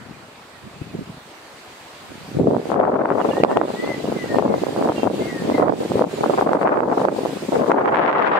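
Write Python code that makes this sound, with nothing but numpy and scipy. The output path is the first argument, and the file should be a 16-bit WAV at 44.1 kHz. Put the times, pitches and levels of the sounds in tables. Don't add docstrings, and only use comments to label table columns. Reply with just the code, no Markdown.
import sys
import numpy as np
from scipy import signal
from scipy.fft import rfft, irfft, next_fast_len
from scipy.io import wavfile
from scipy.ndimage import uniform_filter1d, map_coordinates

SR = 44100
rng = np.random.default_rng(int(sys.argv[2]) if len(sys.argv) > 2 else 0)


def transcribe(signal):
    frames = np.atleast_2d(signal).T
    limited = np.clip(frames, -1, 1)
    pcm = np.round(limited * 32767).astype(np.int16)
    wavfile.write(sys.argv[1], SR, pcm)


def rack_gain(trim_db):
    fader = np.asarray(trim_db, float)
    return 10 ** (fader / 20)


N = 369999

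# start_s, buffet_centre_hz at the reference strength, steady_flow_db between puffs
AIR = [(0, 386, -46), (.97, 305, -60), (2.1, 372, -52.5), (2.4, 253, -33), (2.51, 342, -36),
       (2.62, 475, -41), (3.1, 556, -35), (3.4, 462, -20), (3.6, 507, -32), (4.2, 395, -26.5),
       (4.9, 480, -26), (5.25, 358, -26), (5.65, 481, -52), (5.9, 402, -68), (6.7, 570, -17.5),
       (7.45, 417, -31), (7.95, 674, -30), (8.39, 810, -35)]
# full_strength_s, hold_s, level_db, left_right_db
PUFFS = [(0, .005, -43.5, 19), (.115, 0.013, -37.5, 8), (0.663, 0.02, -38.5, -6), (0.82, .005, -34, 6),
         (0.948, 0.036, -27, 0), (1.103, .005, -34.5, 1), (2.126, .005, -36, -8), (2.399, 0.14, -16.5, -1),
         (2.734, 0.088, -17.5, 5), (2.818, 0.47, -19, 3), (3.462, 0.15, -19, 0), (3.72, 0.019, -27, 0),
         (3.862, 0.025, -22, 0), (4.069, 0.02, -23, 6), (4.349, 0.19, -19.5, 3.5), (4.798, .12, -19, 0),
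         (5.07, 0.0056, -16.5, 3), (5.193, 0.036, -23, 2.5), (5.371, .005, -27, -3),
         (5.463, 0.13, -20, -1.5), (5.599, 0.099, -17, -2.5), (5.818, .005, -21.5, -1),
         (5.943, 0.079, -16.5, 1.5), (6.112, .005, -30, -1), (6.22, 0.43, -18, -1), (6.635, .06, -25, 0),
         (6.885, 0.041, -23, 8), (6.974, 0.12, -19, -1.5), (7.21, 0.021, -22, 3), (7.536, 1, -17.5, 2)]
RISE_DB_PER_S, FALL_DB_PER_S = 198, 176
REFERENCE_DB, BRIGHTER_PER_DB = -19.5, .025
# full_depth_s, hold_s, depth_db
DUCKS = [(2.425, 0.12, 6), (2.772, 0.26, 13.5), (3.461, .005, 10.5), (3.567, 0.055, 7), (4.422, 0.078, 5.5),
         (4.907, .005, 3.5), (5.09, 0.0045, 7), (5.643, 0.066, 10.5), (6.051, 0.0083, 9.5),
         (6.464, 0.085, 7.5), (6.577, 0.0069, 13), (6.656, 0.19, 14), (7.066, 0.036, 9), (7.634, .005, 6.5),
         (7.737, .2, 15.5), (7.978, 0.53, 22), (8.28, .15, 20)]
DUCK_ATTACK_S, DUCK_RELEASE_S = 0.056, 0.051
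RELEASE_PER_HOLD = 0.71
JOLT_HOLD_S, JOLT_ATTACK_S, JOLT_SHARE = .045, 0.0068, 0.58
# pitch_hz, level_db
EDDY = [(25, -66), (65, -22), (130, -8.5), (250, 0.5), (400, 2), (600, 1.5), (1000, -7.5), (1400, -19),
        (2000, -32), (3500, -60.5), (8000, -79), (20000, -100)]
# pitch_hz, level_db
LOW_CUT = [(20, -15), (60, -2.5), (110, 3.5)]
# pitch_hz for a centre of 500 Hz, burst_share
CLUMPED = [(100, 0.41), (250, 0.7), (600, 0.97), (1500, 1), (3000, 1)]
EVEN_DB, FLOWS_DB = 35, 14.5
FLICKER, FLICKERS_PER_S = 0.072, 110
# pitch_hz, left_right_likeness
PORTS_ALIKE = [(60, 0.99), (250, 0.94), (600, 0.22), (1500, 0.23)]
# middle_s, peak_db, left_right_db
SLAPS = [(2.389, -11, 21), (2.567, -12, -26), (2.718, -0.5, 27), (2.743, -3, -1), (3.104, 0, 16.5),
         (3.436, 9, -7), (3.449, 2.5, -9), (3.572, 5.5, 7.5), (3.614, -1, -22), (4.386, 3, 14),
         (4.425, -13, 25), (4.541, -1, 18), (5.033, 1.5, 27), (5.074, -2, 17), (2.51, -11, -20),
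         (5.627, 0, 22), (5.684, -1, -40), (6.022, 1, -15), (6.241, -3.5, -3), (6.377, -4, 3),
         (6.412, 2, 12), (6.533, 2, -10), (6.674, 0, 10.5), (6.805, -1.5, -20), (7.052, 2, -10),
         (7.086, 1, -28), (7.259, -4, -5), (7.717, 1, 32), (7.878, -10, 12), (8.062, -8, 25)]
SLAP_SHARPER = 1.15
STRAY_OVER_DB, STRAY_SCATTER_DB, STRAY_PAN_DB = 9.5, 2, 13
STRAY_SINKS, WIND_ARRIVES_S = .12, 2.3
# start_s, length_s, first_pitch_hz, last_pitch_hz, level_db
THRUSH = [(3.3, 0.13, 1685, 1980, -43.5), (3.475, 0.14, 1756, 1927, -46.5),
          (3.755, 0.14, 1897, 2067, -39.5), (3.875, 0.086, 2090, 1950, -37),
          (4.155, 0.097, 2110, 1900, -40), (4.28, 0.085, 1846, 1810, -39.5), (4.46, 0.099, 2200, 2060, -51),
          (5.2, 0.12, 2090, 2140, -43.5), (5.335, .085, 1890, 1800, -39), (5.535, 0.028, 2110, 2030, -34.5)]
# start_s, length_s, first_pitch_hz, last_pitch_hz, level_db
WARBLE = [
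    (5.27, .07, 2080, 1880, -40),
    (5.505, .13, 2180, 1900, -45),
]
# start_s, length_s, first_pitch_hz, last_pitch_hz, level_db
PIPING = [(.12, .05, 2410, 2450, -63), (.49, 0.11, 2000, 1810, -59), (.74, .04, 2600, 2510, -65),
          (.8, .05, 2510, 2560, -59), (.88, .05, 2550, 2510, -62), (4.955, 0.087, 2814, 2710, -48),
          (3.99, .03, 3950, 4120, -54), (4.88, .06, 3170, 3210, -58), (4.97, .07, 3190, 3130, -55)]
# start_s, length_s, first_pitch_hz, last_pitch_hz, level_db
SEEP = [
    (6.11, .07, 6950, 6870, -53),
]
ARCH, START_UNDER_DB, END_UNDER_DB = 1.005, 3, 3.5
# start_s, blip_db, slur_db
TRILL = [(3.2, -53, -53), (3.298, -47, -48), (3.392, -49, -49), (3.484, -55, -54), (3.662, -53, -58),
         (3.75, -47, -57), (3.85, -48, -58), (4.045, -56, -52)]
# after_start_s, pitch_hz
SYLLABLE = [
    [(-.008, 3370), (0, 3460), (.01, 3540)],
    [(.008, 2925), (.022, 2850), (.036, 2540)],
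]
# pitch_hz, density_db per Hz
FIELD = [(25, -33), (100, -28), (260, -4.5), (700, -3.5), (1100, -5), (1500, -7.5), (3000, -11),
         (4700, -13.5), (5500, -18.5), (8000, -18.5), (9500, -22.5), (10800, -27), (13000, -27),
         (15600, -33)]
# pitch_hz, left_right_likeness
FIELD_ALIKE = [(60, .9), (300, 1), (1000, 0.37), (3000, 0.025)]
# pitch_hz, left_right_db
FIELD_TILT = [(100, 5.5), (2000, -2), (12000, -1.5)]
# start_s, added_db under 3 kHz
DRONE = [(0, 5), (1.1, 2), (2.2, 1), (5, 0.5), (8.39, -2)]
HISS_DB, HISS_STARTS_UNDER_DB, HISS_SWELL_S, HISS_SWELL_SHAPE = -49, 11, 2.72, 1.62
LEFT_RIGHT = np.array([[.5], [-.5]])


def air(t):
    centre_hz, steady_db = curves(AIR, t)
    start, hold, db, pan_db = np.transpose(PUFFS)
    before, after = plateaus(start, hold, t)
    power = rack_gain(2 * (db[:, None] - RISE_DB_PER_S * before - FALL_DB_PER_S * after))
    total = power.sum(0) + rack_gain(2 * steady_db)
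    level_db = 10 * np.log10(total)
    hole_db = JOLT_SHARE * ducking(t, JOLT_ATTACK_S, JOLT_HOLD_S)
    brighter = np.exp(BRIGHTER_PER_DB * (level_db - REFERENCE_DB))
    return level_db - hole_db, centre_hz * brighter, pan_db @ power / total


def ducking(t, attack_s=DUCK_ATTACK_S, longest_s=np.inf):
    start, hold, depth_db = np.transpose(DUCKS)
    before, after = plateaus(start, hold, t)
    release_s = DUCK_RELEASE_S + RELEASE_PER_HOLD * hold[:, None]
    grip = np.maximum(1 - before / attack_s - after / release_s, 0)
    counted_db = depth_db * (hold < longest_s)
    return np.max(counted_db[:, None] * grip, 0)


def buffeting():
    t = np.arange(N) / SR
    grid = np.arange(0, N + 64, 64) / SR
    level_db, centre_hz, pan_db = [np.interp(t, grid, c) for c in air(grid)]
    ducked_db = np.interp(t, grid, ducking(grid))
    clumps_db = 3 * wobble(45) + 6.9 * wobble(110) + 3 * wobble(300) + 4.14 * wobble(900)
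    clumps_db = 12 * np.tanh(clumps_db / 12)
    clumps_db *= 1.195 * (centre_hz / 500) ** -.35 * np.exp(-ducked_db / EVEN_DB)
    push = rack_gain(clumps_db) * rng.standard_normal((2, N))
    push /= np.sqrt(np.abs(uniform_filter1d(np.mean(push ** 2, 0), int(.07 * SR))) + 1e-9)
    hz, frames, bursts = spectra(push)
    flow = spectra(rng.standard_normal((2, N)))[2]
    flicker = np.interp(frames, t, wobble(FLICKERS_PER_S))
    centre_hz = air(frames)[1] * np.exp(FLICKER * flicker)
    share = np.clip(along(CLUMPED, hz * 500 / centre_hz), 0, 1) ** (1 + ducking(frames) / FLOWS_DB)
    colour = eddy_colour(hz, centre_hz)
    colour /= np.sqrt(np.mean(colour ** 2, 0))
    lead = 2 * np.pi * (hz + 250) * 0.00026 * np.interp(frames, t, wobble(12))
    common, apart = colour * (np.sqrt(share) * bursts + np.sqrt(1 - share) * flow)
    pair = stereo(common, apart, along(PORTS_ALIKE, hz), lead)
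    own_db = 3.0 * wobble(50)
    return pair * rack_gain(level_db - 0.5 + LEFT_RIGHT * (pan_db + own_db))


def eddy_colour(hz, centre_hz):
    speed = centre_hz / 500
    spread = np.maximum(speed, .75) ** -.4
    return rack_gain(along(EDDY, hz / speed) * spread + along(LOW_CUT, hz))


def slaps():
    out, hz = np.zeros((2, N + SR)), np.fft.rfftfreq(2048, 1 / SR)
    rows = list(SLAPS) + strays(count=130)
    centres_hz = SLAP_SHARPER * air(np.transpose(rows)[0])[1]
    chances = rng.standard_normal((len(rows), 3))
    for (s, db, pan_db), centre_hz, (turn, lag, smear) in zip(rows, centres_hz, chances):
        shape = eddy_colour(hz, 1.035 * centre_hz) ** 1.146 * (hz / centre_hz) ** 0.57
        delay_s = 1024 / SR + np.array([[0], [.0003 * lag]])
        dispersion = 1.68 * smear * np.log(hz / centre_hz + 0.046) ** 2
        twist = 2 * turn + np.array([[0], [.5 * lag]]) + dispersion
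        swing = irfft(shape * np.exp(1j * twist - 2j * np.pi * hz * delay_s))
        peak_db = np.minimum(db - 1.5 + pan_db * LEFT_RIGHT, max(db, -2.5))
        swing *= rack_gain(peak_db) / np.abs(swing).max()
        out[:, round(s * SR):][:, :swing.shape[1]] += swing
    return out[:, 1024:N + 1024]


def strays(count):
    when = rng.uniform(WIND_ARRIVES_S, N / SR, count)
    size, side = rng.standard_normal((count, 2)).T
    wind_db = air(when)[0] - STRAY_SINKS * ducking(when)
    peak_db = wind_db + STRAY_OVER_DB + STRAY_SCATTER_DB * size
    return list(zip(when, peak_db, STRAY_PAN_DB * side))


def birds():
    thrush = whistles(arched(THRUSH), 0.0056, pan_db=9.0)
    small = whistles(arched(PIPING) + trill(), 0.014, pan_db=-23.0)
    seep = whistles(arched(SEEP), 0.014, pan_db=.5)
    return thrush + small + seep + whistles(arched(WARBLE), 0.045, pan_db=8)


def whistles(notes, waver, pan_db):
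    t, out = np.arange(N) / SR, np.zeros(N)
    bend, flutter_db = 1 + waver * wobble(70), 2.2 * wobble(60)
    for note in notes:
        start, end = note[0][0], note[-1][0]
        span = slice(round(start * SR), round(end * SR))
        pitch_hz, level_db = curves(note, t[span])
        ends = np.clip(np.minimum(t[span] - start, end - t[span]) / .012, 0, 1)
        phase = 2 * np.pi * np.cumsum(pitch_hz * bend[span]) / SR
        out[span] += ends * rack_gain(level_db + 3.0 + flutter_db[span]) * np.sin(phase)
    after = t[:SR // 3]
    tail = rng.standard_normal((2, len(after))) * rack_gain(-60 * after / .25) * (after > .02)
    wet = signal.fftconvolve(out[None], tail / np.linalg.norm(tail[0]), axes=1)[:, :N]
    return out * rack_gain(pan_db * LEFT_RIGHT) + rack_gain(-3) * wet


def arched(rows):
    notes = []
    for s, length, a_hz, b_hz, db in rows:
        first = (s, a_hz, db - START_UNDER_DB)
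        middle = (s + length / 2, ARCH * (a_hz + b_hz) / 2, db)
        notes.append([first, middle, (s + length, b_hz, db - END_UNDER_DB)])
    return notes


def trill():
    notes = []
    for s, *levels in TRILL:
        for part, db in zip(SYLLABLE, levels):
            notes.append([(s + dt, hz, db) for dt, hz in part])
    return notes


def field():
    hz, frames, z = spectra(rng.standard_normal((2, N)))
    patches = uniform_filter1d(uniform_filter1d(rng.standard_normal(z.shape[1:]), 14, 0), 12, 1)
    colour = rack_gain(along(FIELD, hz))
    colour /= np.sqrt(np.mean(colour ** 2 * (hz > 5500) * (hz < 12000)))
    swell_db = HISS_DB - HISS_STARTS_UNDER_DB * np.exp(-(frames / HISS_SWELL_S) ** HISS_SWELL_SHAPE)
    drone_db = curves(DRONE, frames)[0] / (1 + (hz / 3000) ** 4)
    level_db = swell_db - ducking(frames) + drone_db
    common, apart = z * colour * rack_gain(level_db + 1.5 + 1.2 * unit(patches))
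    pair = stereo(common, apart, along(FIELD_ALIKE, hz))
    wide = 2 * SR * 5
    tilt_db = LEFT_RIGHT * along(FIELD_TILT, np.fft.rfftfreq(wide, 1 / SR))
    return irfft(rfft(pair, wide) * rack_gain(tilt_db))[:, :N]


def stereo(common, apart, alike, lead=0):
    turn = np.arccos(np.clip(alike, -1, 1)) / 2
    mid, side, shift = common * np.cos(turn), apart * np.sin(turn), np.exp(.5j * lead)
    pair = np.array([(mid + side) * shift, (mid - side) / shift])
    return signal.istft(pair, SR, nperseg=1024, noverlap=768)[1][:, :N]


def spectra(x):
    hz, t, z = signal.stft(x, SR, nperseg=1024, noverlap=768)
    return hz[:, None], t, z


def plateaus(start, hold, t):
    start, end = start[:, None], (start + hold)[:, None]
    return np.maximum(start - t, 0), np.maximum(t - end, 0)


def wobble(rate):
    knots = rng.standard_normal(int(N * rate / SR) + 4)
    return map_coordinates(knots, [np.arange(N) * rate / SR])


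def along(points, hz):
    f, v = np.transpose(points)
    return np.interp(np.log(hz + 1), np.log(f + 1), v)


def curves(rows, t):
    s, *cols = np.transpose(rows)
    return [np.interp(t, s, c) for c in cols]


def unit(x):
    return x / np.sqrt(np.mean(x ** 2) + 1e-20)


def scene():
    lone = slaps()
    room_left = 1 / (1 + 6 * uniform_filter1d(np.abs(lone), 300, axis=1))
    return buffeting() * room_left + lone + field() + birds()


def roll_off(x):
    return signal.sosfilt(signal.butter(12, 15750, fs=SR, output="sos"), x)


def record(dry):
    clipped = dry / (1 + np.abs(dry) ** 20) ** (1 / 20)
    clipped = clipped * np.clip(np.arange(N, 0, -1) / 60, .4, 1)
    wide = next_fast_len(N + SR // 10)
    passed = np.fft.rfftfreq(wide, 1 / SR) < 15770
    kept = irfft(rfft(clipped, wide) * passed, wide)[:, :N]
    return roll_off(kept)


dry = scene()
out = record(dry)
transcribe(out)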